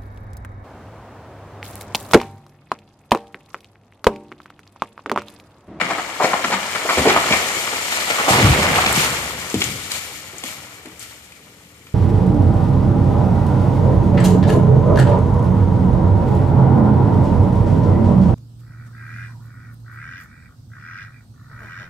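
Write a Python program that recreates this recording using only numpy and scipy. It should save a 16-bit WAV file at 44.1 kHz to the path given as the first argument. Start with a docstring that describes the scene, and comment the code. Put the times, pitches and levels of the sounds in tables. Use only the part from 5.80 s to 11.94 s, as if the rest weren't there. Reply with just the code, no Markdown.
"""A leafy wood, where a tall tree goes over from right to left. Its hinge and limbs crack in volleys of
parting fibres, the crown tears through its neighbours in a wash of crackle and rustle, and the trunk
slams into the ground with a low boom. Limbs drop after it, twigs snap and leaves settle. Cracks, thuds
and snaps scatter off the standing trunks, and a machine hums far away."""
import sys
import numpy as np
from scipy import signal
from scipy.fft import rfft, irfft, next_fast_len
from scipy.io import wavfile

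SR = 44100
rng = np.random.default_rng(int(sys.argv[2]) if len(sys.argv) > 2 else 0)


def generate_wav(sig):
    """Save sig (samples, or channels by samples) to the path in sys.argv[1] as 16-bit PCM at SR."""
    pcm = np.round(np.clip(np.atleast_2d(sig).T, -1, 1) * 32767).astype(np.int16)
    wavfile.write(sys.argv[1], SR, pcm)


N = 270774
TIME = np.arange(N) / SR
TRUNK_REACH = .5   # the trunk lies half as far off centre as the crown

# The far machine's drone. Each row: pitch in Hz, level in dB.
MACHINE_TONES = [(83, -81.5), (119, -62), (168, -65.5), (251, -73), (296, -59.5)]
# The crown's direction. Each row: time in seconds, lead of the left microphone in samples.
CROWN_BEARING = [(0, 2), (1.2, 4), (1.7, 6), (2.25, 9), (2.7, 7), (3.3, 7), (3.7, 5), (6.1, 5)]
# Pan of the breaking wood and foliage. Each row: time in seconds, left minus right in dB.
CROWN_PAN = [(0, 1), (1.0, 0.2), (1.3, -2.2), (1.8, 0), (2.3, -0.2), (2.6, -3.5), (3.2, -1.8), (3.6, 0.6),
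             (6.1, 0)]
# Tone of each texture. Each row: frequency in Hz, gain in dB.
BRANCH_EQ = [(150, -15.5), (220, -7), (400, -3.5), (700, 1), (1100, -0.5), (1600, -0.5), (2300, -1.5),
             (3500, -9.5), (7000, -24.5)]
LEAF_EQ = [(700, -46), (1300, 0.5), (2400, 4), (4000, 0), (6000, -2), (8500, -9), (10500, -12),
           (12500, -9.5), (15000, -17.5)]
TWIG_EQ = [(1200, 24), (2400, -2), (4000, -6), (8000, -12), (13000, -38)]
RUMBLE_EQ = [(25, -2), (48, -10.5), (72, 5), (130, 1.5), (200, 1.5), (300, -6.5), (500, -2.5), (1000, -34)]
SPLINTER_EQ = [(60, -29), (200, 1), (600, 2.5), (2200, 2.5), (3300, -7.5), (5000, -7.5), (9000, -25),
               (15000, -78)]
# Fader rides for stirred leaves and for small branches breaking. Each row: time in seconds, level in dB.
LEAF_RIDE = [(0, -40), (.38, -35.5), (.58, -34), (1.05, -29), (1.2, -25), (1.6, -25.5), (2.0, -27),
             (2.4, -25), (3.25, -27), (3.55, -34), (3.85, -31), (4.5, -40), (5.1, -48), (5.8, -51.5)]
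BRANCH_RIDE = [(.04, -22), (.28, -31.5), (.6, -25.5), (1.05, -27), (1.3, -18), (1.7, -25.5), (2.05, -28.5),
               (2.42, -21.5), (2.62, -16.5), (3.1, -19), (3.55, -31), (4.3, -43.5), (4.8, -41.5),
               (5.5, -52.5), (6.14, -54)]
# Wood breaking. Each row: start and length in seconds, level in dB, pitch in Hz,
# splinters against the body in dB.
WOOD_CRACKS = [(.011, 0.0039, -11.5, 1730, -12), (0.099, 0.017, -19.5, 920, -7),
               (.176, 0.02, -22, 905, -7.5), (0.397, 0.029, -15.5, 770, -25), (.431, 0.025, -17, 540, -0.5),
               (0.532, .0085, -10.5, 850, -15), (0.64, 0.012, -21, 1240, 3), (0.699, .0093, -23.5, 806, -2),
               (0.718, 0.026, -22, 800, 3), (0.949, 0.014, -26, 1220, 3), (1.049, 0.013, -22, 600, -15),
               (1.088, 0.021, -16, 1170, -4), (1.128, 0.0074, -20, 1010, -1), (1.17, 0.023, -17, 490, -2.5),
               (1.253, 0.024, -10, 423, -10), (1.28, 0.027, -19.5, 636, 6), (1.36, 0.014, -11, 890, -18),
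               (1.505, 0.0066, -15.5, 357, -0.5), (1.521, 0.013, -12.5, 2100, -15),
               (1.534, 0.007, -14, 715, 0.5), (1.866, 0.01, -25, 1210, -10), (1.925, 0.012, -29, 814, 2.5),
               (2.121, 0.0067, -18, 1830, -19), (2.169, 0.016, -24.5, 1770, -3),
               (2.301, 0.01, -25, 990, 9.5), (2.384, 0.029, -20, 1110, -10),
               (2.476, 0.026, -13.5, 650, -24), (2.5, 0.046, -17.5, 865, -19),
               (2.536, 0.089, -26.5, 493, 5), (2.82, 0.041, -24, 1050, 2.5), (2.951, 0.033, -22, 943, -27),
               (2.982, 0.0068, -11.5, 920, -22), (3.061, 0.0045, -12.5, 2180, -9),
               (3.22, 0.071, -29.5, 1120, -2), (3.818, 0.0029, -10.5, 2510, -13),
               (4.531, 0.017, -40.5, 400, -10), (4.635, 0.0062, -43, 382, 13.5), (5.056, .007, -45, 387, 3),
               (6.068, 0.0033, -39, 2300, -9)]
# Heavy wood hitting trunks and ground; the first three rows, in the first second, are the hinge groaning low
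# before the fall. Each row: start and length in seconds, level in dB, pitch in Hz.
LOG_THUDS = [(.02, 0.11, -34, 195), (0.441, 0.027, -30.5, 185), (0.654, 0.12, -33.5, 203),
             (1.171, 0.051, -25.5, 73), (1.18, 0.044, -23.5, 215), (1.5, 0.094, -37, 74.6),
             (1.252, 0.063, -21.5, 308), (2.505, 0.1, -20.5, 111), (2.586, 0.063, -19.5, 225),
             (2.626, 0.055, -15, 130), (2.641, 0.074, -12, 73), (3.176, 0.011, -16, 148),
             (3.742, 0.0052, -12, 261), (3.751, 0.011, -19.5, 232), (3.763, 0.022, -23.5, 85),
             (3.79, .17, -34.5, 123), (4.642, 0.0051, -30, 245), (4.78, 0.019, -42, 139),
             (5.055, 0.033, -40, 287)]
# Boughs whipping past or flopping down. Each row: start and length in seconds, leaves and branches in dB.
BOUGH_SWISHES = [(0.417, .03, -29.5, -28), (.642, .012, -34, -42), (1.1, 0.036, -30, -44),
                 (1.517, 0.1, -29.5, -38), (2.106, 0.017, -27.5, -48), (2.477, 0.042, -18.5, -42),
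                 (2.69, 0.0096, -24.5, -36), (2.942, 0.014, -21.5, -41), (3.133, 0.11, -23, -27.5),
                 (3.798, 0.056, -31, -45), (4.096, 0.067, -30.5, -37), (4.637, 0.05, -34.5, -46),
                 (5.193, 0.036, -38.5, -56)]
# Dry twigs. Each row: start in seconds, peak of the ring in dB, pitch in Hz.
TWIG_SNAPS = [(2.83, -9, 2360), (3.127, -10.5, 9300), (3.7, -21, 5000), (3.743, -14.5, 3000),
              (3.807, -17, 3240), (3.841, -13, 6060), (4.118, -13, 4170), (4.583, -24.5, 6700),
              (4.638, -17.5, 2840), (5.058, -27.5, 2200), (5.195, -26, 8300), (5.522, -31.5, 2430)]
# Tone of the side signal and of each microphone. Each row: frequency in Hz, gain in dB.
SIDE_EQ = [(100, -6), (250, -0.5), (500, -3), (1000, -0.5), (2000, 1), (4000, 0)]
LEFT_EQ = [(900, 0.5), (1350, 3.5), (2400, 3), (4400, 0.5), (8100, 1.5), (10500, 3.5), (13800, 5.5),
           (15000, -6)]
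RIGHT_EQ = [(1400, -1.5), (1700, -3.5), (3400, -1), (4700, -2.5), (6200, -6.5), (7000, -3.5), (9300, 4),
            (11500, 0), (13000, -4)]
# Peaks and dips of the left microphone's port. Each row: centre and width in Hz, gain in dB.
PORT_BANDS = [(1535, 330, -10), (2280, 67, 2.5), (2595, 270, -9.5), (3170, 240, 1), (3580, 380, -2),
              (4280, 180, 4), (5220, 180, 4), (6210, 130, 5), (7084, 306, 10.5), (8200, 450, 9.5),
              (9030, 210, 5), (11060, 420, -2)]


def from_db(db):
    """Decibels to gain."""
    return 10 ** (np.asarray(db) / 20)


def curve(rows, t=TIME):
    """Read an automation curve at times t."""
    return np.interp(t, *np.transpose(rows))


def drift(per_s):
    """Slow random wobble with a spread of about one."""
    knots = rng.standard_normal(4096)
    return np.interp(TIME * per_s, np.arange(len(knots)), knots)


def equalise(x, points):
    """Minimum-phase EQ through points of frequency and gain."""
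    size = 2 * next_fast_len(x.shape[-1] // 2 + 2048)
    hz, db = np.transpose(points)
    grid = np.maximum(np.fft.rfftfreq(size, 1 / SR), 1)
    gain = from_db(np.interp(np.log(grid), np.log(hz), db))
    cepstrum = irfft(np.log(gain))
    cepstrum[1:size // 2] *= 2
    cepstrum[size // 2 + 1:] = 0
    return irfft(rfft(x, size) * np.exp(rfft(cepstrum)))[..., :x.shape[-1]]


def resonate(x, hz, width_hz):
    """One resonance with unity gain at its peak."""
    r = np.exp(-np.pi * width_hz / SR)
    feedback = [1, -2 * r * np.cos(2 * np.pi * hz / SR), r * r]
    return signal.lfilter(np.array([1, 0, -1]) * (1 - r * r) / 2, feedback, x + 1e-18)


def burst(t, length, rise, fall):
    """Envelope that swells, holds, then dies; all in seconds."""
    return (1 - np.exp(-t / rise)) * np.exp(-np.maximum(t - length, 0) / fall)


def levelled(x, length):
    """Give a burst the energy of `length` seconds at unit power."""
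    return x / np.sqrt(np.sum(x ** 2) / (length * SR) + 1e-20)


def place(out, sound, start_s, reach=1):
    """Lay a hit into both channels, the right one later as the bearing says."""
    for channel, lag in enumerate((0, int(round(reach * curve(CROWN_BEARING, start_s))))):
        start = int(start_s * SR) + lag
        out[channel, start:start + len(sound)] += sound[:N - start]


def machine(waver_hz=2.78, flutter_db=4.0):
    """A distant engine's low tones waver on their way through the trees."""
    hum = 0
    for hz, db in MACHINE_TONES:
        level = from_db(db + flutter_db * drift(7.8))
        phase = 2 * np.pi * np.cumsum(hz + waver_hz * drift(20)) / SR
        hum += np.sqrt(2) * level * np.sin(phase)
    return hum


def grains(eq, per_s, size_db, clump_db, spread_samples, reach=1, bands=14):
    """Clumps of uneven clicks, each ringing briefly in one band from its own direction; unit power."""
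    at = np.flatnonzero(rng.random(N) < per_s / SR)
    grain_db = size_db * np.minimum(rng.exponential(1, N), 4)[at] + clump_db * drift(60)[at]
    sizes = from_db(grain_db) * rng.choice([-1, 1], N)[at]
    scatter = spread_samples * rng.standard_normal(N)[at]
    lag = np.round(reach * curve(CROWN_BEARING, TIME[at]) + scatter).astype(int)
    band = rng.integers(0, bands, N)[at]
    pitches = np.geomspace(eq[0][0], eq[-1][0], bands)
    damping = np.log(pitches[1] / pitches[0])   # neighbouring rings just overlap
    rings = 0
    for k, hz in enumerate(pitches):
        clicks = [np.bincount(np.clip(at + side, 0, N - 1), sizes * (band == k), N) for side in (0, lag)]
        rings += resonate(np.array(clicks), hz, damping * hz)
    texture = equalise(rings, eq)
    return texture / np.sqrt(np.mean(texture ** 2) + 1e-20)


def crown(twig_db=-16):
    """Branches crackle, leaves rustle among ticking twigs, and heavy limbs shudder underneath."""
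    branches = grains(BRANCH_EQ, per_s=7000, size_db=3.2, clump_db=1, spread_samples=6.25)
    leaves = grains(LEAF_EQ, per_s=26000, size_db=-1.5, clump_db=1, spread_samples=5)
    twigs = grains(TWIG_EQ, per_s=80, size_db=2.5, clump_db=-4.5, spread_samples=2.2, bands=7)
    rumble = grains(RUMBLE_EQ, per_s=2500, size_db=3.5, clump_db=.5, spread_samples=18, reach=TRUNK_REACH)
    leaf_swish, branch_swish = swish_gains()
    foliage = open_treble(leaves + from_db(twig_db) * twigs)
    rustle = foliage * np.hypot(from_db(curve(LEAF_RIDE)), leaf_swish)
    crackle = branches * np.hypot(from_db(curve(BRANCH_RIDE)), branch_swish)
    return crackle + rustle + rumble * rumble_gain()


def open_treble(rustle, shelf_hz=9500, flat_at_s=1.97, db_per_s=1.2):
    """The rustle's top end opens steadily as the crown comes down out of the foliage."""
    treble = signal.sosfiltfilt(signal.butter(3, shelf_hz, "high", fs=SR, output="sos"), rustle)
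    return rustle + treble * (from_db(db_per_s * (TIME - flat_at_s)) - 1)


def rumble_gain(shudder_db=-23, floor_db=-50.5, shake_db=1, reference_hz=98, fall_db_per_s=23):
    """Rumble rides the breaking branches; each thud shakes limbs and earth, the deeper the more."""
    power = from_db(curve(BRANCH_RIDE) + shudder_db) ** 2 + from_db(floor_db) ** 2
    for start, length, db, hz in LOG_THUDS:
        fed_s = np.clip(TIME - start, 0, length)
        since_s = np.maximum(TIME - start - length, 0)
        power += fed_s * (from_db(db + shake_db - fall_db_per_s * since_s) * reference_hz / hz) ** 2
    return np.sqrt(power)


def cracks(slips_per_s=4500, size_db=1.5, damping=.68):
    """Fibres part in a swelling volley; the limb gives it a broad ring and splinters add an edge."""
    out, t = np.zeros((2, N)), TIME[:SR // 5]
    for start, length, db, hz, splinter_db in WOOD_CRACKS:
        slips = (rng.random(len(t)) < slips_per_s / SR) * rng.choice([-1, 1], len(t))
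        slips = slips * from_db(size_db * np.minimum(rng.exponential(1, len(t)), 3))
        slips *= burst(t, length, rise=.061 * length, fall=.0042)
        ring = resonate(slips, hz, damping * hz)
        body = signal.sosfilt(signal.butter(2, 2 * hz, fs=SR, output="sos"), ring)
        edge = equalise(slips * rng.choice([-1, 1], len(t)), SPLINTER_EQ)
        crack = levelled(body, length) + from_db(splinter_db) * levelled(edge, length)
        place(out, from_db(db) * crack, start)
    return out


def thuds(first_blow=26, damping=.34):
    """A log strikes, then lands along its length: many soft contacts drive one low, damped boom."""
    out, t = np.zeros((2, N)), TIME[:SR // 2]
    for start, length, db, hz in LOG_THUDS:
        push = rng.standard_normal(len(t)) * burst(t, length, rise=.0052, fall=.002)
        push[0] = first_blow
        boom = resonate(resonate(push, hz, damping * hz), hz, 1.47 * hz)
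        place(out, from_db(db) * levelled(boom, length), start, TRUNK_REACH)
    return out


def forest_echo(hits, count=2500, t60_s=.69, band_hz=(220, 4500), nearest_s=.012):
    """Trunks throw echoes from all sides; the bass passes them by and foliage dulls the top."""
    delay_s = nearest_s + rng.random(count) ** 1.5
    strength = rng.standard_normal(count) * from_db(-60 * delay_s / t60_s)
    lag = rng.integers(-18, 19, count)
    at = (delay_s * SR).astype(int)
    echoes = np.array([np.bincount(at + side, strength, 2 * SR) for side in (0, lag)])
    echoes /= np.linalg.norm(strength)
    tail = signal.sosfilt(signal.butter(1, band_hz, "band", fs=SR, output="sos"), echoes + 1e-18)
    return signal.fftconvolve(hits[:1], tail, axes=1)[:, :N]


def swish_gains(rise_s=.011, settle_db=-1):
    """Gains for leaves and for branches: each bough whips by, then trembles and settles."""
    power = 0
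    for start, length, leaves_db, branches_db in BOUGH_SWISHES:
        t = np.maximum(TIME - start, 0)
        whip = burst(t, length, rise_s, fall=.025)
        tremble = from_db(settle_db) * burst(t, length, rise_s, fall=.16)
        power += (from_db([[leaves_db], [branches_db]]) * np.hypot(whip, tremble)) ** 2
    return np.sqrt(power)


def snaps(tick_db=-4, splinter_db=-14, splinter_s=.0048, damping=.22):
    """A twig breaks with one tick, rings for a few cycles and sheds tiny splinters."""
    out, t = np.zeros((2, N)), TIME[:SR // 10]
    for start, db, hz in TWIG_SNAPS:
        force = from_db(splinter_db) * rng.laplace(0, .5, len(t)) * np.exp(-t / splinter_s)
        force[0] = 1
        ring = resonate(force, hz, damping * hz)
        tick = resonate(force, hz, 2 * hz)
        snap = ring / np.abs(ring).max() + from_db(tick_db) * tick / np.abs(tick).max()
        place(out, from_db(db) * snap, start)
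    return out


def scene(echo_db=-5):
    """Breaks and crown pan together, the thuds stay near the centre, and all hits feed the echo."""
    breaks = cracks() + snaps()
    logs = thuds()
    pan = from_db(curve(CROWN_PAN) / 2 * np.array([[1], [-1]]))
    treetop = (breaks + crown()) * pan
    return treetop + logs + from_db(echo_db) * forest_echo(breaks + logs) + machine()


def record(dry, bass_cut_hz=46, top_cut_hz=15100):
    """A stereo pair with narrow bass and a ringing left port; peaks are rounded, lows and top cut."""
    mid = (dry[0] + dry[1]) / 2
    side = equalise((dry[0] - dry[1]) / 2, SIDE_EQ)
    left, right = equalise(mid + side, LEFT_EQ), equalise(mid - side, RIGHT_EQ)
    for hz, width_hz, gain_db in PORT_BANDS:
        left = left + (from_db(gain_db) - 1) * resonate(left, hz, width_hz)
    pair = signal.sosfilt(signal.butter(2, bass_cut_hz, "high", fs=SR, output="sos"), [left, right])
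    rounded = pair / (1 + pair ** 6) ** (1 / 6)
    return signal.sosfilt(signal.ellip(10, .2, 90, top_cut_hz, fs=SR, output="sos"), rounded)


dry = scene()
out = record(dry)
generate_wav(out)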